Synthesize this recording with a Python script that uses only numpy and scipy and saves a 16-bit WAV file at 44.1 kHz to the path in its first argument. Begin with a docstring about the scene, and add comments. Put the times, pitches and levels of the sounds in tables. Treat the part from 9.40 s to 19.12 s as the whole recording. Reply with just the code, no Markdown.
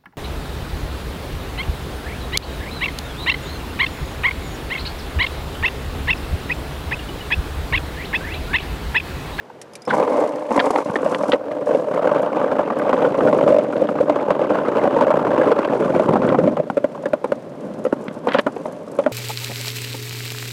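"""A street with studded kerb ramps, brick paving and smooth concrete: a skateboard rolls behind a leashed dog.
The leash clip clinks as ringing metal modes and the push-off squeaks; then filtered, bump-driven noise
makes the deck drone, rumble, rasp and hiss. Bumps thump the wooden deck and knock the wheels; joints clack.
Small parts clatter, grit ticks as short noise puffs, and shaped noise is the distant traffic.
The close microphone limits the peaks."""
import sys
import numpy as np
from scipy import signal
from scipy.io import wavfile
from scipy.ndimage import uniform_filter1d, minimum_filter1d, map_coordinates

SR = 44100
rng = np.random.default_rng(int(sys.argv[2]) if len(sys.argv) > 2 else 0)


def wav_record(signal):
    """Record a signal, one row per channel, as 16-bit PCM in the file named by sys.argv[1]."""
    frames = np.transpose(np.atleast_2d(signal))
    bounded = np.clip(frames, -1, 1)
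    # unit amplitude maps onto the largest positive 16-bit level
    quanta = np.round(bounded * 32767).astype(np.int16)
    wavfile.write(sys.argv[1], SR, quanta)


N = 428652
TIME = np.arange(N) / SR

# wheel rasp spectrum: (nominal frequency [Hz], level [dB])
RASP_SPECTRUM = [(560, -18.5), (800, 5.5), (1100, 5), (1300, -5.5), (1550, -2), (1850, -25), (2200, -21),
                 (2650, -19), (3150, -21.5), (4000, -35.5), (8000, -40.5)]
# grit hiss and metal scrape spectrum: (frequency [Hz], level [dB])
GRIT_SPECTRUM = [(2000, -1), (4000, -0.5), (6000, 2), (9500, -2), (11500, -10), (13500, -22.5),
                 (15500, -40.5)]
# hard-edge contact spectrum: (nominal frequency [Hz], level [dB])
CRACK_SPECTRUM = [(500, 3.5), (1300, 4.5), (2050, 6.5), (2500, -0.5), (3300, -0.5), (4500, -12),
                  (6500, -30), (12000, -47)]
# stretches of ground: (start [s], deck drone before surges [dB],
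# then relative to the drone: rumble [dB], rasp [dB], grit hiss [dB])
GROUND_STRETCHES = [(0.473, -31, -7.5, 3, -25.5), (0.55, -24.5, -16.5, -1.5, -33),
                    (0.66, -25.5, -28, -3, -34), (0.879, -33.5, -28, -4, -31), (1.11, -29, -23, 0, -23.5),
                    (1.42, -30.5, -12, -2, -27), (1.971, -33.5, -18, -7.5, -54),
                    (2.06, -30.5, -19.5, -10, -40), (2.26, -20, -17.5, -9.5, -37),
                    (2.55, -21, -14, -5, -47.5), (3.7, -20, -11, -12.5, -40.5), (4.68, -21, -12, -4.5, -50),
                    (6.3, -20.5, -6.5, -6.5, -37.5), (6.67, -19.5, -1, -9, -41),
                    (7.08, -22.5, -3, -10, -43), (7.247, -31.5, -5, -13, -31), (8.08, -33.5, -2, -8, -30.5),
                    (8.54, -31.5, -2, -4, -30), (8.87, -25, -6.5, 2, -42), (9.0, -37, 0, -2, -23),
                    (9.18, -30, -5.5, -7, -28.5)]
# slab joints crossed at a slant: (time [s], front thump [dB], front knock [dB], front ring [Hz],
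# second wheel's delay [s], its relative level [dB], rear axle's delay [s], rear thump [dB],
# rear knock [dB], nominal deck pitch [Hz])
JOINTS = [(7.3687, -13.5, -30.5, 1340, 0.0066, 0.5, 0.073, -10, -25, 532),
          (7.656, -17.5, -25, 1670, .007, -6, 0.077, -10, -22.5, 543),
          (7.842, -17, -24.5, 1010, 0.014, -11, 0.077, -12.5, -25, 515),
          (8.45, -15, -29, 1300, 0.013, -0.5, 0.075, -17, -23.5, 512),
          (8.87, -15.5, -19.5, 920, .013, -3.5, .0752, -11, -14.5, 493),
          (8.987, -12, -29, 1650, 0.0043, -6, 0.078, -18, -17.5, 535),
          (9.587, -11, -24.5, 1120, .011, -7, 0.075, -8.5, -18, 553)]


def amp(db):
    """Decibels to gain."""
    return 10 ** (np.asarray(db) / 20)


def evened(x):
    """Scales to unit power."""
    return x / np.sqrt(np.mean(x ** 2) + 1e-20)


def add(mix, s, sound):
    """Mixes a sound in at time s."""
    part = mix[max(round(s * SR), 0):][:len(sound)]
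    part += sound[:len(part)]


def smooth(x, size):
    """Triangular running mean."""
    return uniform_filter1d(uniform_filter1d(x, size), size)


def steadied(x, size=3000):
    """Unit power over each short stretch; faster bumps stay."""
    return x / np.sqrt(abs(smooth(x ** 2, size=size)) + 1e-12)


def ring(x, spectrum, size=4096):
    """Passes x through a causal, minimum-phase body that has this spectrum."""
    hz, db = np.transpose(spectrum)
    log_f = np.log(abs(np.fft.fftfreq(size, 1 / SR)) + 1)
    octaves_outside = abs(log_f - np.clip(log_f, np.log(hz[0]), np.log(hz[-1]))) / np.log(2)
    level_db = np.interp(log_f, np.log(hz), db) - 12 * octaves_outside
    log_gain = np.log(amp(level_db))
    response = np.fft.ifft(np.exp(np.conj(signal.hilbert(log_gain)))).real
    return signal.oaconvolve(x, response[:size // 2])[:len(x)]


def bursts(rows, spectrum, fall_s, db):
    """Very short contacts, each a puff that swells quickly and dies in a hard body."""
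    out, t = np.zeros(N), TIME[:2000]
    for s, level_db in rows:
        puff = rng.standard_normal(len(t)) * np.sqrt(t / fall_s) * np.exp(-t / fall_s)
        sound = ring(puff, spectrum)
        add(out, s, amp(level_db + db) * sound / abs(sound).max())
    return out


def scatter(start_s, end_s, per_s, db, spread_db, count=900):
    """Irregular contacts of uneven size: rows of (time [s], level [dB])."""
    slip, size = rng.uniform(-1, 1, (count, 2)).T
    at = start_s + (np.arange(count) + 1 + slip) / per_s
    return np.transpose([at, db + spread_db * size])[at < end_s]


def street():
    """Distant traffic: steady noise shaped by a spectrum."""
    # (frequency [Hz], level [dB])
    traffic_spectrum = [(24, -73), (40, -45), (113, -11), (346, -9), (527, -6), (693, -11), (784, -14),
                        (910, -14.5), (15000, -52)]
    level_db = -43
    return amp(level_db) * evened(ring(rng.standard_normal(N), traffic_spectrum))


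def taps():
    """Short, dry knocks on the board: noise puffs coloured like the wheel rasp."""
    # (time [s], level [dB])
    tap_rows = [(0.098, -17), (1.498, -6), (7.3005, -6.5), (7.548, -15), (7.553, -17), (7.576, -15.5),
                (7.636, -18), (8.238, -31)]
    return bursts(tap_rows, RASP_SPECTRUM, fall_s=0.0026, db=-10.0)


def clinks():
    """The metal clip scrapes and rings with a new mix of its modes each time."""
    # (time [s], peak [dB])
    clink_rows = [(0.215, -26.5), (0.335, -34), (0.354, -24.5), (0.42, -33), (0.452, -33)]
    # (nominal frequency [Hz], level [dB], t60 [s])
    clip_modes = [(2380, 6, 0.039), (5170, 9.5, 0.027), (6050, 2.5, 0.025), (7200, -8, 0.02),
                  (9100, 1, 0.017), (11100, 3, 0.023)]
    scrape_gain, scrape_s = 3.3, 0.0063
    out, t = np.zeros(N), TIME[:3000]
    for s, peak_db in clink_rows:
        shares, detune = rng.standard_normal(len(clip_modes)), rng.uniform(0.93, 1.04)
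        metal = np.zeros(len(t))
        for share, (hz, level_db, t60_s) in zip(shares, clip_modes):
            metal += share * amp(level_db - 60 * t / t60_s) * np.sin(2 * np.pi * hz * detune * t)
        scrape = ring(rng.standard_normal(len(t)) * np.exp(-t / scrape_s), GRIT_SPECTRUM)
        metal = metal + scrape_gain * scrape
        add(out, s, amp(peak_db) * metal / abs(metal).max())
    return out


def squeak(s, width_s, hz, fall_hz_per_s, db, wobble_rad):
    """A brief rubbing squeak: a sine with a wobbling, optionally falling pitch in a bell-shaped swell."""
    t = TIME - s
    wobble = wobble_rad * evened(smooth(rng.standard_normal(N), size=40))
    turns = hz * t - fall_hz_per_s / 2 * t ** 2
    return amp(db) * np.exp(-(t / width_s) ** 2) * np.sin(2 * np.pi * turns + wobble)


def push_off():
    """The leash clip squeaks as it draws tight; a wheel scuffs and lets go with a hoarse chirp."""
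    leash = squeak(s=0.465, width_s=0.0031, hz=5200, fall_hz_per_s=0, db=-37, wobble_rad=0.6)
    scuff = bursts([(.493, -26)], CRACK_SPECTRUM, fall_s=0.018, db=-2.0)
    scuff = scuff + squeak(s=.503, width_s=0.012, hz=3410, fall_hz_per_s=0, db=-32, wobble_rad=1.5)
    wheel = squeak(s=.51, width_s=0.0054, hz=1515, fall_hz_per_s=16000, db=-11.5, wobble_rad=0.54)
    return leash + scuff + wheel


def ground(column):
    """One quality of the ground under the wheels, blended where two stretches meet."""
    blend_s = 0.049
    rows = np.asarray(GROUND_STRETCHES)
    stretch = np.maximum(np.searchsorted(rows[:, 0], TIME) - 1, 0)
    return uniform_filter1d(rows[stretch, column], size=int(blend_s * SR))


def effort():
    """Rolling level in dB: set by the ground and by how hard the board runs."""
    # the board runs harder and eases off: (time [s], extra level [dB])
    surge_rows = [(2.2, 6.5), (2.32, 3.5), (2.45, -3), (2.66, 4.5), (2.85, -1), (3.3, -1), (3.55, 2.5),
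                  (3.72, 1.5), (4.08, 6.5), (4.22, -1.5), (4.9, 0), (5.5, 2), (6.7, 1), (8.0, -5),
                  (8.25, 2), (8.55, -3.5)]
    surge_s, surge_db = np.transpose(surge_rows)
    return ground(column=1) + np.interp(TIME, surge_s, surge_db)


def bumps(per_s, spread_db, swell_s, size=2000):
    """Contact force: unevenly spaced bumps of uneven size; a round wheel climbs each one smoothly."""
    at = np.cumsum(rng.gamma(2, .5, 4000) / per_s)
    heights = amp(spread_db * np.clip(rng.standard_normal(len(at)), -2, 2))
    train = np.bincount((at * SR).astype(int).clip(0, N), heights, N + 1)[:N]
    u = TIME[:size] / swell_s
    return evened(signal.oaconvolve(train, u * np.exp(-u))[:N])


def wander(x, share, size):
    """The resonances in x slide by about this share of their pitch as the load on the board shifts."""
    lag = evened(smooth(smooth(rng.standard_normal(N), size), size))
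    lag = lag * share / np.std(np.diff(lag))
    return map_coordinates(x, [np.arange(N) + lag], order=3, mode="nearest")


def truck(pitch):
    """One axle's bumps ring the deck and rasp in its wheels; at first the ramp panel replaces the rasp."""
    # deck resonances: (nominal frequency [Hz], level [dB])
    deck_spectrum = [(170, -20), (245, -12), (295, 1), (362, -14.5), (440, -3.5), (505, 3), (545, 1),
                     (590, 4), (650, -4.5), (730, -11.5), (1000, -22)]
    # the deck's broader roar on coarse ground: (frequency [Hz], level [dB])
    jolted_spectrum = [(220, -10.5), (375, 1), (640, -13.5)]
    # hollow plastic panel of the first kerb ramp: (frequency [Hz], level [dB])
    panel_spectrum = [(600, -16), (790, 5), (1150, -0.5), (1330, -14), (1900, -18.5), (2170, -14.5),
                      (2500, -26.5), (8000, -44)]
    panel_ends_s, coarse_from_s, coarse_to_s = 1.5, 4.68, 6.7
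    even_share, rasp_share = 0.6, 0.29
    on_panel = TIME < panel_ends_s
    coarse = (TIME > coarse_from_s) & (TIME < coarse_to_s)

    studs = bumps(per_s=120, spread_db=4.0, swell_s=0.0022)  # merge into a rough scrape
    force = np.where(on_panel, studs, bumps(per_s=70, spread_db=4.4, swell_s=.002))
    force = force * np.clip(amp(effort() + 27.0), .25, 1)  # quiet, smooth concrete has small bumps
    noise = rng.standard_normal((3, N))

    shaking = (even_share + force) * noise[0]
    deck = wander(ring(shaking, np.multiply(deck_spectrum, [pitch, 1])), share=.01, size=1500)
    roar = ring(force * coarse * noise[2], jolted_spectrum)
    deck = deck + wander(roar, share=0.1027, size=900)

    rubbing = (rasp_share + force) * noise[1]
    wheels = ring(rubbing * ~on_panel, np.multiply(RASP_SPECTRUM, [pitch ** 2, 1]))
    panel = ring(rubbing * on_panel, panel_spectrum)
    rasp = wander(wheels, share=0.0407, size=600) + panel
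    return np.array([force, deck, rasp])


def swell(depth_db, size=2200):
    """Patchy ground makes the rolling swell and sink several times a second."""
    return amp(depth_db * np.tanh(evened(smooth(rng.standard_normal(N), size=size))))


def rolling():
    """Two trucks, tuned slightly apart, shake over rough ground while sand hisses in patches."""
    # low rumble: (frequency [Hz], level [dB])
    rumble_spectrum = [(25, -27.5), (60, -28.5), (100, -16), (155, 0), (230, 1.5), (300, -3), (410, -2),
                       (520, -25.5)]
    rumble_db, rasp_db, hiss_db = 2.0, -4.5, 1.5
    hiss_share, force_share, sand_share = 0.39, 0.059, 0.56
    start_s = 0.002
    force, deck, wheels = truck(pitch=0.99) + truck(pitch=1.015)
    sand = bumps(per_s=28, spread_db=5.5, swell_s=0.0022)
    noise = rng.standard_normal((2, N))
    drone = steadied(deck)
    rumble = amp(rumble_db + ground(column=2)) * steadied(ring((1 + force) * noise[0], rumble_spectrum))
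    rasp = amp(rasp_db + ground(column=3)) * steadied(wheels)
    fizz = (hiss_share + force_share * force + sand_share * sand) * noise[1]
    hiss = amp(hiss_db + ground(column=4)) * steadied(ring(fizz, GRIT_SPECTRUM), size=6000)
    moving = np.clip((TIME - GROUND_STRETCHES[0][0]) / start_s, 0, 1)
    return moving * amp(effort()) * swell(depth_db=2.5) * (drone + rumble + rasp + hiss)


def blow(sound, db, size=530):
    """Sets the RMS level of a blow over its first 12 ms."""
    return amp(db) * sound / np.sqrt(np.mean(sound[:size] ** 2))


def ping(hz, rattle_rad=0.49, size=3000):
    """The short, hollow ring of a wheel or a truck part, roughened as it rattles on its seat."""
    t60_s, rise_s = 0.027, 0.00098
    overtone, overtone_db = 2.12, -23.5
    t = TIME[:size]
    lag = rng.uniform(0, 2 * np.pi, 2)
    turn = 2 * np.pi * hz * t + rattle_rad * evened(smooth(rng.standard_normal(size), size=50))
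    modes = np.sin(turn + lag[0]) + amp(overtone_db) * np.sin(overtone * turn + lag[1])
    return modes * (1 - np.exp(-(t / rise_s) ** 2)) * amp(-60 * t / t60_s)


def clack(thump_db, hz, knock_db, ring_hz, ring_db=-4, dull_db=-3, knock_s=0.0076):
    """A hit snaps the truck, knocks and rings the wheel; the deck swells briefly, rising in pitch, and dies."""
    # wheel knock: (nominal frequency [Hz], level [dB])
    knock_spectrum = [(100, -33.5), (280, 10), (550, -8), (850, 7), (1400, -4), (2100, -26.5), (3500, -42)]
    # truck snap: (nominal frequency [Hz], level [dB])
    snap_spectrum = [(1000, -17), (2100, 9), (3200, -0.5), (5000, -12), (9000, -19.5), (15000, -49.5)]
    rise_s, swell_s, snap_s = 0.00078, 0.0021, 0.0058
    tail_share, tail_s = 0.023, 0.004
    low_hz, low_share = 300, 0.14
    settle, sag, sag_s = 1.0425, 0.18, 0.0029  # deck pitch runs from (settle - sag) to settle times hz
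    t = TIME[:3000]
    contact = 1 - np.exp(-(t / rise_s) ** 2)
    after = tail_share * np.exp(-t / tail_s)
    deck_swell = (t / swell_s / 2) ** 2 * np.exp(2 - t / swell_s) + contact * after
    wheel, truck_part, lag = rng.standard_normal((3, len(t)))

    turns = hz * (settle * t + sag * sag_s * np.exp(-t / sag_s))
    low_mode = low_share * np.sin(2 * np.pi * low_hz * t + lag[1])
    deck = deck_swell * (np.sin(2 * np.pi * turns + lag[0]) + low_mode)

    colour = [rng.uniform(0.84, 1.102), 1]  # each edge meets the wheel at another spot
    wheel = ring(wheel * contact * (np.exp(-t / knock_s) + after), np.multiply(knock_spectrum, colour))
    truck_part = ring(truck_part * contact * (np.exp(-t / snap_s) + after), np.multiply(snap_spectrum, colour))
    snap_db = (thump_db + knock_db) / 2 - 20  # grows with both
    struck_wheel = blow(wheel, knock_db + dull_db) + blow(ping(ring_hz), knock_db + ring_db)
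    return blow(deck, thump_db) + struck_wheel + blow(truck_part, snap_db)


def thud(db, hz, cycles=0.65):
    """A blunt push that dies within a cycle or two; its slope is taken, so no deep bass remains."""
    turns = hz * TIME[:3000]
    push = np.sin(2 * np.pi * turns) * (turns / cycles) ** 2 * np.exp(2 - 2 * turns / cycles)
    return amp(db) * np.gradient(push, turns) / (2 * np.pi)


def clacks():
    """Hits on studs and edges, dull thuds, and at each slab joint both front wheels, then the rear axle."""
    # a wheel hits a stud or a raised edge:
    # (time [s], deck thump [dB], nominal deck pitch [Hz], wheel knock [dB], wheel ring [Hz])
    bump_rows = [(0.5352, -36, 502, -15, 980), (0.598, -18, 477, -21, 1120), (0.6256, -15, 470, -21, 1080),
                 (0.677, -26, 430, -21.5, 980), (0.759, -22.5, 590, -25, 890), (0.837, -25, 487, -29, 900),
                 (1.1063, -21, 503, -18, 850), (1.115, -19, 517, -21, 910), (1.16, -15, 536, -20, 970),
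                 (1.1762, -11, 544, -8, 976), (1.1976, -19, 520, -16, 1810), (1.208, -28, 524, -25, 1430),
                 (1.266, -25, 496, -18.5, 785), (1.304, -18.5, 431, -17, 726), (1.3585, -30, 535, -17, 830),
                 (1.3845, -18.5, 440, -19.5, 1110), (1.5562, -21, 460, -17, 1810),
                 (1.6293, -18.5, 473, -34, 770), (1.6599, -13, 587, -25, 734),
                 (1.8336, -16, 550, -21.5, 780), (1.9303, -5.5, 516, -14, 1270),
                 (1.942, -12, 513, -27, 770), (2.1136, -21.5, 603, -37, 760), (2.3077, -13, 540, -32, 1550),
                 (2.3464, -10, 526, -25.5, 840), (2.6722, -12, 536, -22, 1480), (2.745, -22, 603, -22, 780),
                 (2.801, -16.5, 536, -35, 1140), (2.967, -17.5, 550, -20, 880),
                 (3.013, -17.5, 555, -23, 1190), (3.1155, -13, 570, -35, 940),
                 (3.19, -20, 565, -15.5, 1170), (3.302, -26, 533, -18, 1145), (3.492, -15, 584, -18.5, 900),
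                 (3.529, -19, 530, -14, 1040), (3.5398, -12.5, 528, -33, 1100),
                 (3.622, -17.5, 483, -16.5, 750), (3.645, -13, 530, -35, 930),
                 (3.787, -13.5, 505, -31, 1060), (3.873, -12, 487, -22, 1460),
                 (3.927, -15, 540, -16.5, 1050), (4.0084, -11.5, 570, -21, 870),
                 (4.086, -13, 505, -35, 800), (4.4178, -11, 537, -36, 900), (4.608, -11, 560, -32, 1440),
                 (4.6957, -8.5, 615, -15.5, 780), (4.9045, -9, 593, -15, 824),
                 (5.014, -13.5, 517, -28, 1190), (5.098, -15, 498, -30, 1200),
                 (5.153, -19.5, 640, -22, 1100), (5.282, -14, 533, -28, 900),
                 (5.368, -15.5, 560, -22, 1100), (5.453, -20, 730, -17, 720), (5.564, -9, 504, -18, 940),
                 (5.609, -13, 600, -14, 930), (5.622, -12, 567, -22.5, 1450),
                 (5.6673, -13, 576, -24.5, 1160), (5.7036, -11.5, 593, -18.5, 880),
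                 (5.868, -24, 544, -21, 1010), (5.977, -17.5, 480, -17.5, 960),
                 (6.0139, -12.5, 526, -20.5, 1670), (6.035, -17.5, 612, -27, 1000),
                 (6.0717, -14.5, 407, -21, 1240), (6.1156, -6.5, 470, -15.5, 1110),
                 (6.188, -14, 515, -17.5, 1020), (6.333, -16, 518, -21, 890), (6.5588, -12, 580, -31, 1100),
                 (6.5951, -10, 606, -22, 960), (6.688, -22.5, 425, -18.5, 900),
                 (6.735, -16, 380, -18, 1030), (6.756, -26, 475, -13, 836), (6.818, -16, 527, -21, 1050),
                 (6.9223, -12.5, 543, -19, 1060), (6.945, -30, 434, -13.5, 840),
                 (6.986, -10.5, 495, -22, 1270), (7.0738, -8, 580, -26.5, 1050),
                 (7.168, -20, 555, -21, 794), (7.186, -22, 510, -37, 775), (7.197, -13.5, 594, -45, 870),
                 (7.634, -26, 566, -35, 900), (9.1635, -24, 467, -26.5, 747), (9.2555, -22, 604, -28, 930)]
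    # the rider's weight drops through the deck, or a wheel off an edge: (time [s], level [dB], pitch [Hz])
    thud_rows = [(1.497, -17, 161), (4.696, -18, 202), (7.3003, -7, 750), (7.3015, -15, 200),
                 (7.920, -23, 264), (8.528, -4, 278), (8.682, -18.5, 200), (9.064, -11, 273)]
    rear_pitch_ratio, rear_ring_hz = 1.077, 1428
    push_db, push_hz = -10, 220  # push level is relative to the thump
    out = np.zeros(N)
    for s, *hit in bump_rows:
        add(out, s, clack(*hit))
    for s, *drop in thud_rows:
        add(out, s, thud(*drop))
    for s, thump_db, knock_db, ring_hz, delay_s, softer_db, gap_s, rear_thump_db, rear_knock_db, hz in JOINTS:
        hits = [(s, thump_db, hz, knock_db, ring_hz),
                (s + delay_s, thump_db + softer_db, hz, knock_db + softer_db, ring_hz),
                (s + gap_s, rear_thump_db, hz * rear_pitch_ratio, rear_knock_db, rear_ring_hz)]
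        for at, db, *timbre in hits:
            hit = clack(db, *timbre, ring_db=-5, dull_db=0, knock_s=0.0095)
            add(out, at, hit + thud(db + push_db, push_hz))
    return out


def grating():
    """Grit on the ramp panel, later a loose utility cover: scattered puffs in a hard, lower-tuned body."""
    panel_grit = scatter(start_s=.56, end_s=1.7, per_s=40, db=-30, spread_db=3)
    loose_cover = scatter(start_s=8.88, end_s=8.976, per_s=260, db=-25, spread_db=8)
    body = np.multiply(CRACK_SPECTRUM, [.85, 1])
    return bursts([*loose_cover, *panel_grit], body, fall_s=0.0026, db=-4.0)


def cracks():
    """Hard edges strike together: a truck on a ramp lip, a loose cover in its frame."""
    # (time [s], level [dB])
    crack_rows = [(1.193, -7), (1.199, 1), (1.359, -12.5), (1.556, -19), (1.562, -18), (1.746, -5.5),
                  (1.919, -4.5), (1.924, -12), (1.933, -5), (2.115, -23.5), (4.365, -21), (4.471, -24),
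                  (6.247, -17), (6.889, -15.5), (8.6815, -16.5), (8.8875, -14), (8.9195, -9.5),
                  (8.934, -17), (8.941, -12), (8.947, -10), (8.9595, -19), (8.9725, -26), (8.9855, -6),
                  (8.993, -6), (9.638, -25)]
    return bursts(crack_rows, CRACK_SPECTRUM, fall_s=.0022, db=-2.0)


def clatter():
    """Washers, bearings and wheels are shaken on rough ground: many short rings, scattered in pitch."""
    low_hz, top_hz, db_per_octave = 716, 3360, -10
    out, level_db = np.zeros(N), effort() + ground(column=3)
    hits = scatter(start_s=2.5, end_s=7.2, per_s=90, db=-4.0, spread_db=6.0)
    for (s, db), part in zip(hits, rng.random(len(hits))):
        octaves = part * np.log2(top_hz / low_hz)
        sound = ping(low_hz * 2 ** octaves, rattle_rad=0.3 * 2 ** octaves)
        add(out, s, blow(sound, level_db[int(s * SR)] + db + db_per_octave * octaves))
    return out


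def brick_joints():
    """Lesser joints between bricks knock at random, each at its own pitch, as hard as the board runs."""
    deck_hz, detune = 520, 0.23
    knock_db, knock_spread_db = -4, 6  # relative to the thump
    ring_hz, ring_octaves = 1050, 0.518
    out, level_db = np.zeros(N), effort()
    hits = scatter(start_s=2.55, end_s=7.0, per_s=32, db=-6.0, spread_db=3.0)
    for (s, db), (pitch, hardness, spot) in zip(hits, rng.uniform(-0.96, 1, (len(hits), 3))):
        thump_db = level_db[int(s * SR)] + db
        knock = thump_db + knock_db + knock_spread_db * hardness
        add(out, s, clack(thump_db, deck_hz * (1 + detune * pitch), knock, ring_hz * 2 ** (ring_octaves * spot)))
    return out


def sand_cracks():
    """Sand cracks under the wheels: loud grains, sidewalk sand, and joint sand crushed by each axle."""
    # loud grains: (time [s], level [dB])
    grain_rows = [(2.82, -30), (3.3873, -27), (6.6335, -29)]
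    # (frequency [Hz], level [dB])
    sand_spectrum = [(3000, -9), (7000, -2), (11000, -4.5), (15500, -31)]
    sidewalk = scatter(start_s=8.2, end_s=9.7, per_s=19, db=-34.5, spread_db=6)
    joints = [(s + late_s, -30) for s, *_, gap_s, _, _, _ in JOINTS for late_s in (0, gap_s)]
    return bursts([*grain_rows, *sidewalk, *joints], sand_spectrum, fall_s=0.003, db=-9.5)


def chatter():
    """The board bounces evenly over a row of bricks: five equally spaced clacks."""
    start_s, period_s = 4.102, .0205
    out = np.zeros(N)
    for k in range(5):
        add(out, start_s + k * period_s, clack(thump_db=-9, hz=580, knock_db=-27, ring_hz=1000))
    return out


def outdoors(x):
    """Faint scatter from the rider, kerbs and walls: a decaying noise tail."""
    wet_db, t60_s, gap_s, size = -21, 0.053, .006, 12000
    t = TIME[:size]
    tail = rng.standard_normal(size) * amp(-60 * t / t60_s) * (t > gap_s)
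    return x + amp(wet_db) * signal.oaconvolve(x, tail / np.linalg.norm(tail))[:N]


def scene():
    """The board and the leash close by, the street behind."""
    leash = clinks() + push_off()
    board = rolling() + clacks() + chatter() + brick_joints() + clatter()
    contacts = taps() + grating() + cracks() + sand_cracks()
    return (outdoors(leash + board + contacts) + street())[None]


def record(dry):
    """A fast limiter holds the peaks; then a steep low-pass limits the band."""
    ceiling, edge_hz = .7, 15300
    gain = minimum_filter1d(ceiling / np.maximum(abs(dry[0]), ceiling), size=120)
    limited = dry * smooth(gain, size=60)
    low_pass = signal.firwin(511, edge_hz, window=("kaiser", 9), fs=SR)
    return signal.oaconvolve(limited, low_pass[None], "same")


dry = scene()
out = record(dry)
wav_record(out)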